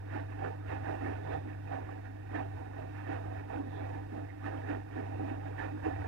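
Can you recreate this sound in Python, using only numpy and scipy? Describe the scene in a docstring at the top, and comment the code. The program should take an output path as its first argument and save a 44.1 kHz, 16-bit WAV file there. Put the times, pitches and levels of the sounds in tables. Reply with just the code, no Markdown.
"""A front-loading washing machine tumbles wet laundry, heard from a step away in a small room.
Water swishes and bubbles: noise and short rising rings, muffled by door and cabinet.
The motor hums in steady tones and the turning drum adds a low rumble under a fine hiss of spray.
Wet laundry thuds, slaps, and gives short squeaks and hisses, all brief swells of noise.
At times the tub rocks on its springs: a few deep cycles."""
import sys
import numpy as np
from scipy import signal
from scipy.fft import rfft, irfft, next_fast_len
from scipy.io import wavfile
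from scipy.ndimage import uniform_filter1d

SR = 44100
rng = np.random.default_rng(int(sys.argv[2]) if len(sys.argv) > 2 else 0)


def generate_wav(sig):
    """Save sig (samples, or channels by samples) to the path in sys.argv[1] as 16-bit PCM at SR."""
    pcm = np.round(np.clip(np.atleast_2d(sig).T, -1, 1) * 32767).astype(np.int16)
    wavfile.write(sys.argv[1], SR, pcm)


N = 267863

# strength of the motor hum as the load shifts: time_s, level_db
HUM_LEVELS = [(0.0, -44), (0.03, -44.5), (0.15, -41.5), (0.56, -43), (0.78, -41), (1.0, -43.5), (1.05, -41),
              (2.23, -46.5), (2.45, -41.5), (2.65, -46), (3.35, -41), (3.46, -45.5), (3.9, -41.5),
              (4.11, -45.5), (4.22, -42.5), (4.33, -49.5), (4.45, -42), (4.8, -43.5), (4.87, -48),
              (4.99, -42.5), (5.17, -40.5), (5.9, -44), (5.97, -39.5), (6.07, -42)]
# weaker steady tones of the hum: multiple_of_mains_rate, level_db
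HUM_LINES = [(1, -64.5), (4, -68.5), (6, -57.5)]
# laundry plunging through water: peak_s, gurgle_level_db, ebb_s (time to fall 10 dB), splash_above_gurgle_db
SWISHES = [(0.165, -40, 0.073, -3.5), (0.335, -51.5, 0.072, -2), (0.45, -35, 0.079, -12),
           (0.732, -38, 0.071, -5), (0.896, -34.5, 0.079, -9), (1.073, -38.5, 0.12, -5.5),
           (1.292, -41, 0.11, -10.5), (1.343, -35.5, 0.046, -8.5), (1.512, -50.5, 0.072, -2),
           (1.749, -39, 0.089, -8.5), (1.915, -45.5, 0.082, -6), (2.072, -52.5, 0.029, 2),
           (2.379, -36, 0.077, -8.5), (2.598, -46, 0.14, -9.5), (2.803, -43, 0.09, -9.5),
           (3.006, -49.5, 0.1, 0.5), (3.128, -37.5, 0.075, -5.5), (3.288, -43.5, 0.16, -12),
           (3.383, -49.5, 0.06, -1), (3.551, -37.5, 0.069, -10.5), (3.823, -42, 0.2, -9.5),
           (3.963, -42.5, 0.043, -10.5), (4.181, -43, 0.077, -11), (4.477, -38.5, 0.044, -4.5),
           (4.557, -42.5, 0.12, -7.5), (4.717, -37.5, 0.069, -5), (4.992, -43, 0.089, -4.5),
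           (5.2, -42, 0.28, -13), (5.305, -43, 0.063, -6.5), (5.475, -43.5, 0.079, -9),
           (5.632, -37.5, 0.073, -4.5), (5.874, -32, 0.033, -9.5), (5.925, -41.5, 0.19, -8),
           (6.057, -41.5, 0.066, -6.5)]
# what the closed machine lets through of the water's noise: frequency_hz, gain_db
CABINET = [(30, -32), (85, -11), (140, 0.5), (200, -2), (265, 2.5), (450, -0.5), (800, 2.5), (1100, -10.5),
           (1900, -12.5), (2050, -17.5), (2650, -18.5), (3200, -34), (5000, -41), (12000, -57.5)]
# resonances and hollows of tub, door and panels: frequency_hz, width_hz, lift_db
PANELS = [(116, 11, -1), (159, 4.9, -2.5), (223.4, 21.5, -13.5), (281, 81, 4.5), (320.4, 3.6, -8),
          (575, 14, -2), (618, 11, -4), (722, 250, 2), (787, 38, 2.5), (940, 19, -1), (1036, 40, -0.5),
          (1183, 8.4, 0.5), (1251, 47, 2.5), (1329, 70, -5), (1414, 21, 3.5), (1496, 6.6, 7.5),
          (1550, 65, 3), (1725, 68, 7.5), (1831, 28.5, 11.5), (1952, 57, 2.5), (2610, 140, 4.5),
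          (3210, 70, 10.5), (3690, 61, 10.5)]
# colour of the drum's rumble: frequency_hz, gain_db
RUMBLE_COLOUR = [(10, -9), (30, -15), (42, -13), (50, -0.5), (62, -8.5), (75, -2.5), (86, 2), (100, -2),
                 (112, -11), (145, -6), (200, -28), (500, -59)]
# colour of the spray: frequency_hz, gain_db
SPRAY_COLOUR = [(100, 1), (800, 2.5), (1900, 1), (2600, 1.5), (3200, -6.5), (5500, -9), (7500, -13.5),
                (10500, -19), (16000, -17.5)]
# ringing of the steel drum under the spray: frequency_hz, width_hz, lift_db
STEEL_RINGS = [(3684, 270, 11.5), (4970, 280, 5), (9090, 730, 8.5)]
# colour of the steady background of room and microphone: frequency_hz, gain_db
BACKGROUND_COLOUR = [(20, 2), (60, 11), (200, 2), (600, -6), (2000, 3.5), (5000, -4.5), (9000, -6.5),
                     (16000, -6)]
# wet cloth landing in the drum: peak_s, level_db (before the cabinet), length_s, pitch_hz
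THUDS = [(.156, -35, 0.012, 305), (.441, -42, 0.027, 325), (.894, -40, 0.018, 345),
         (1.057, -37, 0.061, 307), (1.317, -39.5, 0.02, 440), (1.467, -41, 0.024, 315),
         (2.354, -37, 0.016, 307), (2.41, -40, 0.0098, 270), (3.095, -35, .012, 294),
         (3.6, -34, 0.019, 285), (3.667, -39, .012, 264), (3.886, -50, .01, 280), (4.128, -35, 0.0071, 295),
         (4.167, -37.5, .017, 280), (4.452, -37, 0.016, 290), (4.535, -40.5, 0.026, 302),
         (4.705, -31, 0.011, 305), (4.773, -35.5, 0.0051, 310), (4.99, -36, 0.028, 293),
         (5.21, -37, 0.051, 288), (5.315, -34, 0.0073, 278), (5.741, -37.5, 0.019, 268),
         (5.867, -27, .0093, 337), (5.936, -43.5, 0.017, 338)]
# soaked cloth slapping the water: peak_s, level_db (before the panels), length_s, pitch_hz
SLAPS = [(.447, -39, 0.024, 1320), (1.328, -47.5, 0.029, 1540), (1.722, -32, 0.026, 695),
         (2.357, -38, 0.021, 1700), (3.503, -37, 0.014, 760), (4.146, -39, 0.013, 715),
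         (4.443, -42, 0.013, 1260), (4.688, -42.5, 0.011, 1740), (5.595, -38, 0.017, 1790),
         (5.852, -40, 0.0053, 1090)]
# the tub rocking on its springs: peak_s, level_db
TUB_ROCKS = [(0.723, -45), (1.114, -51), (1.332, -46.5), (2.359, -54), (2.574, -54), (3.396, -49),
             (3.799, -54), (5.209, -56), (5.863, -45), (5.994, -45)]
# short squeaks and hisses of wet laundry: peak_s, level_db, length_s, pitch_hz
SQUEAKS_AND_HISSES = [(1.335, -63, 0.05, 3600), (3.77, -62.5, 0.037, 3600), (4.302, -48.5, 0.0077, 1910)]
# the far microphone port against the near one: frequency_hz, gain_db, delay_ms
FAR_PORT = [(50, 0.2, 1.0), (100, -0.3, 0.99), (200, -1.9, 0.97), (300, -3.0, 0.95), (500, -5.6, 0.85),
            (800, -9.1, 0.76), (1100, -11.5, 0.71), (1800, -16.0, 0.64), (2600, -19.9, 0.61),
            (4000, -23.4, 0.6)]

MAINS_HZ = 50
TOP_HZ = 15750  # upper edge of the whole sound
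# a swish swells in this share of its ebb time, and its splash runs just ahead of the gurgle
SWELL_SHARE, ROUNDNESS, SPLASH_LEAD_S = 0.76, 1.46, 0.013
# the water keeps lapping between the swishes
LAP_GURGLE_DB, LAP_SPLASH_DB = -54, -58.5
# usual level in dB, and dB gained per dB of moving water
SWIRL_DB, SWIRL_FOLLOW = -50, 0.44
RUMBLE_DB, RUMBLE_FOLLOW = -55.5, 0.32
SPRAY_DB, SPRAY_FOLLOW = -66.5, 0.32
# how far spray leans from gurgle to splash, and how much a busy spell around it adds
SPLASH_SHARE, SPELL_S, SPELL_FOLLOW = 0.47, 0.5, 0.15

TIME = np.arange(N) / SR
SIZE = next_fast_len(N + SR // 2, real=True)  # spare room so that ringing does not wrap round
HZ = np.fft.rfftfreq(SIZE, 1 / SR)


def gain_of(db):
    """Turn decibels into a plain multiplier."""
    return 10 ** (np.asarray(db) / 20)


def evened(x):
    """Scale to unit average strength (root mean square)."""
    return x / np.sqrt(np.mean(x ** 2) + 1e-20)


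def steadied(x, span_s):
    """Hold unit level over every span, with the finer grain kept."""
    power = uniform_filter1d(x ** 2, max(int(span_s * SR), 2)).clip(0)
    return x / np.sqrt(power + 1e-12)


def curves(rows):
    """Each column of a time table, at every sample."""
    times, *columns = np.transpose(rows)
    return [np.interp(TIME, times, column) for column in columns]


def spectra(rows):
    """Each column of a frequency table, joined up along a log scale of frequency."""
    hz, *columns = np.transpose(rows)
    return [np.interp(np.log(HZ + 1), np.log(hz + 1), column) for column in columns]


def lifts(rows):
    """A row of resonances as a gain curve in dB."""
    return sum(db / (1 + (2 * (HZ - hz) / width) ** 2) for hz, width, db in rows)


def filtered(x, response):
    """Change the strength (and timing) of each frequency in a sound."""
    return irfft(rfft(x, SIZE) * response, SIZE)[..., :N]


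def causal(db):
    """The minimum-phase response of a gain curve: it rings after a blow, never before."""
    cepstrum = irfft(np.log(gain_of(db)), SIZE)
    cepstrum[1:SIZE // 2] *= 2
    cepstrum[SIZE // 2 + 1:] = 0
    return np.exp(rfft(cepstrum))


def wander(rate_hz):
    """Random drift of unit size, smoother for a lower rate."""
    return evened(filtered(rng.standard_normal(N), np.exp(-(HZ / rate_hz) ** 2)))


def hum():
    """Magnetic pull shakes the motor at twice the mains rate, with a few weaker tones."""
    level_db, = curves(HUM_LEVELS)
    turns = MAINS_HZ * TIME + 0.00097 * wander(1)  # mains cycles so far, very slightly uneven
    out = gain_of(level_db) * np.sin(2 * np.pi * 2 * turns)
    for multiple, db in HUM_LINES:
        tone = np.sin(2 * np.pi * (multiple * turns + rng.random()))
        out += gain_of(db + 0.67 * wander(1.8)) * tone
    return np.sqrt(2) * out  # a sine of this height has the level given


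def rumble(gurgle_db):
    """The loaded drum rolls on its bearings, a little louder when the water heaves."""
    roll = steadied(filtered(rng.standard_normal(N), gain_of(spectra(RUMBLE_COLOUR)[0])), 0.37)
    return roll * gain_of(RUMBLE_DB + RUMBLE_FOLLOW * (gurgle_db - gurgle_db.mean()))


def swish(age, ebb_s):
    """Power of one swish around its peak: a rounded swell and a slower ebb."""
    away = abs(age) / (ebb_s * np.where(age < 0, SWELL_SHARE, 1))
    return 10 ** -np.minimum(away ** ROUNDNESS, 20)


def heave():
    """Level of gurgle and of splash in dB: the swishes' power on top of the steady lapping."""
    gurgle, splash = gain_of(LAP_GURGLE_DB) ** 2, gain_of(LAP_SPLASH_DB) ** 2
    t = np.linspace(0, TIME[-1], N // 64)  # a coarse clock is enough for slow levels
    for peak_s, db, ebb_s, splash_db in SWISHES:
        gurgle = gurgle + gain_of(db) ** 2 * swish(t - peak_s, ebb_s)
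        splash = splash + gain_of(db + splash_db) ** 2 * swish(t - peak_s + SPLASH_LEAD_S, ebb_s)
    return [np.interp(TIME, t, 10 * np.log10(power)) for power in (gurgle, splash)]


def bubbles(per_s, cycles, glide, spread_db, count=36):
    """Short rising rings of many pitches, mostly small and now and then large."""
    out = np.zeros(N)
    for hz in np.geomspace(300, 4000, count):
        u = np.arange(int(5 * cycles / hz * SR)) / SR * hz / cycles  # age in units of the decay time
        swell_and_fade = (1 - np.exp(-8 * u)) * np.exp(-u)
        ring = swell_and_fade * np.sin(2 * np.pi * cycles * (u + glide * u ** 2))
        sizes = gain_of(spread_db * np.minimum(rng.exponential(1, N), 4))
        pops = sizes * (rng.random(N) < per_s / count / SR)
        out += np.sqrt(hz) * evened(signal.oaconvolve(pops, ring)[:N])
    return evened(out)


def water(gurgle_db, splash_db):
    """Churning noise, fine bubbles and stray plops ring the cabinet, in three bands with their own levels."""
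    churn = evened(rng.standard_normal(N) * gain_of(1.33 * wander(42)))
    fizz = gain_of(-7.0) * bubbles(per_s=3500, cycles=3.4, glide=0.018, spread_db=2.5)
    plops = gain_of(-11.5) * bubbles(per_s=130, cycles=8.84, glide=0.0296, spread_db=2.5)
    sound = filtered(churn + fizz + plops, causal(spectra(CABINET)[0] + lifts(PANELS)))
    above_bass = 1 / (1 + (385 / (HZ + 1)) ** 8)
    above_middle = 1 / (1 + (1120 / (HZ + 1)) ** 8)
    swirl = steadied(filtered(sound, 1 - above_bass), 0.089)
    gurgle = steadied(filtered(sound, above_bass - above_middle), 0.071)
    splash = steadied(filtered(sound, above_middle), 0.091)
    # the deep swirl follows the heave only in part, so it never rests
    swirl_db = SWIRL_DB + SWIRL_FOLLOW * (gurgle_db - gurgle_db.mean())
    return gain_of(swirl_db) * swirl + gain_of(gurgle_db) * gurgle + gain_of(splash_db) * splash


def hiss(gurgle_db, splash_db):
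    """Moving water throws spray on the steel drum, over a steady background: both unlike at the two ports."""
    throw_db = gurgle_db + SPLASH_SHARE * (splash_db - gurgle_db)
    throw_db = throw_db - throw_db.mean()
    spell_db = uniform_filter1d(throw_db, int(SPELL_S * SR))
    spray_db = SPRAY_DB + SPRAY_FOLLOW * throw_db + SPELL_FOLLOW * spell_db + 0.52 * wander(11)
    # rows are far port, near port: only the near one faces the ringing drum
    colour_db = spectra(SPRAY_COLOUR)[0] + np.outer([0, 1], lifts(STEEL_RINGS))
    spray = evened(filtered(rng.standard_normal((2, N)), gain_of(colour_db)))
    background = evened(filtered(rng.standard_normal((2, N)), gain_of(spectra(BACKGROUND_COLOUR)[0])))
    spray = spray * gain_of(spray_db) * gain_of([[-1.3], [0]])
    return spray + background * gain_of([[-76.5], [-77.5]])


def bursts(rows, rise, fall, width, size=16384):
    """Short swells of noise, each round its own pitch; the bandwidth is a share of that pitch."""
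    out = np.zeros(N + 2 * size)
    age = (np.arange(size) - size // 2) / SR
    hz = np.fft.rfftfreq(size, 1 / SR) + 1
    for (peak_s, db, length, pitch), noise in zip(rows, rng.standard_normal((len(rows), size))):
        # a larger rise or fall makes that side of the peak shorter than the length
        shape = np.exp(-np.where(age < 0, rise, fall) * abs(age) / length)
        band = 1 / (1 + ((hz / pitch - pitch / hz) / width) ** 2)
        burst = steadied(irfft(rfft(noise) * band), 0.013) * shape
        level = gain_of(db) * np.linalg.norm(shape) / np.linalg.norm(burst)
        out[round(peak_s * SR):][:size] += level * burst
    return out[size // 2:][:N]


def thuds():
    """Cloth lands with a dull blow; the cabinet holds back its deepest part."""
    held_db = -10 * np.log10(1 + (235 / (HZ + 1)) ** 12)
    cabinet = causal(np.maximum(held_db, -7) - .3)
    return filtered(bursts(THUDS, rise=0.83, fall=0.66, width=0.45), cabinet)


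def slaps():
    """Flat cloth meets the water abruptly, and the smack dies away through the panels."""
    return filtered(bursts(SLAPS, rise=2.3, fall=1.0, width=0.3), causal(lifts(PANELS) - 2.8))


def tub(ring_hz, swell_s):
    """The tub rocks on its springs for a few deep cycles, each time at a slightly different pitch."""
    out = np.zeros(N)
    for (peak_s, db), (phase, detune) in zip(TUB_ROCKS, rng.random((len(TUB_ROCKS), 2))):
        age = np.maximum((TIME - peak_s) / swell_s + 2, 0) / 2  # 1 at the peak
        swell = (age * np.exp(1 - age)) ** 2
        hz = ring_hz * (1 + .1 * (detune - .5))
        out += np.sqrt(2) * gain_of(db) * swell * np.sin(2 * np.pi * (hz * TIME + phase))
    return out


def squeaks_and_hisses():
    """Short squeaks and hisses of wet laundry: noise in a narrow band."""
    return bursts(SQUEAKS_AND_HISSES, rise=0.54, fall=0.8, width=0.16)


def rung(x, t60, wet_db):
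    """Drum and room ring on briefly: dense echoes that fall 60 dB in t60 seconds."""
    age = np.arange(SR // 2) / SR
    tail = rng.standard_normal(len(age)) * gain_of(-60 * age / t60) * (age > .004)
    wet = signal.oaconvolve(x, tail / np.linalg.norm(tail))[:N]
    return (x + gain_of(wet_db) * wet) / np.sqrt(1 + gain_of(wet_db) ** 2)


def scene():
    """The machine reaches the left port later and duller than the right one."""
    gurgle_db, splash_db = heave()
    laundry = water(gurgle_db, splash_db) + thuds() + slaps() + squeaks_and_hisses()
    laundry = rung(laundry, t60=0.13, wet_db=-10)
    near = hum() + rumble(gurgle_db) + tub(ring_hz=83, swell_s=0.028) + laundry
    shade_db, delay_ms = spectra(FAR_PORT)
    delay = np.exp(-2j * np.pi * HZ * delay_ms / 1000)
    far = filtered(near, gain_of(shade_db) * delay)
    return np.array([far, near]) + hiss(gurgle_db, splash_db)


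def record(dry):
    """A steep low-pass filter takes away the highest treble."""
    low_pass = signal.firwin(511, TOP_HZ, window=("kaiser", 9), fs=SR)
    return signal.oaconvolve(dry, low_pass[None], "same")


dry = scene()
out = record(dry)
generate_wav(out)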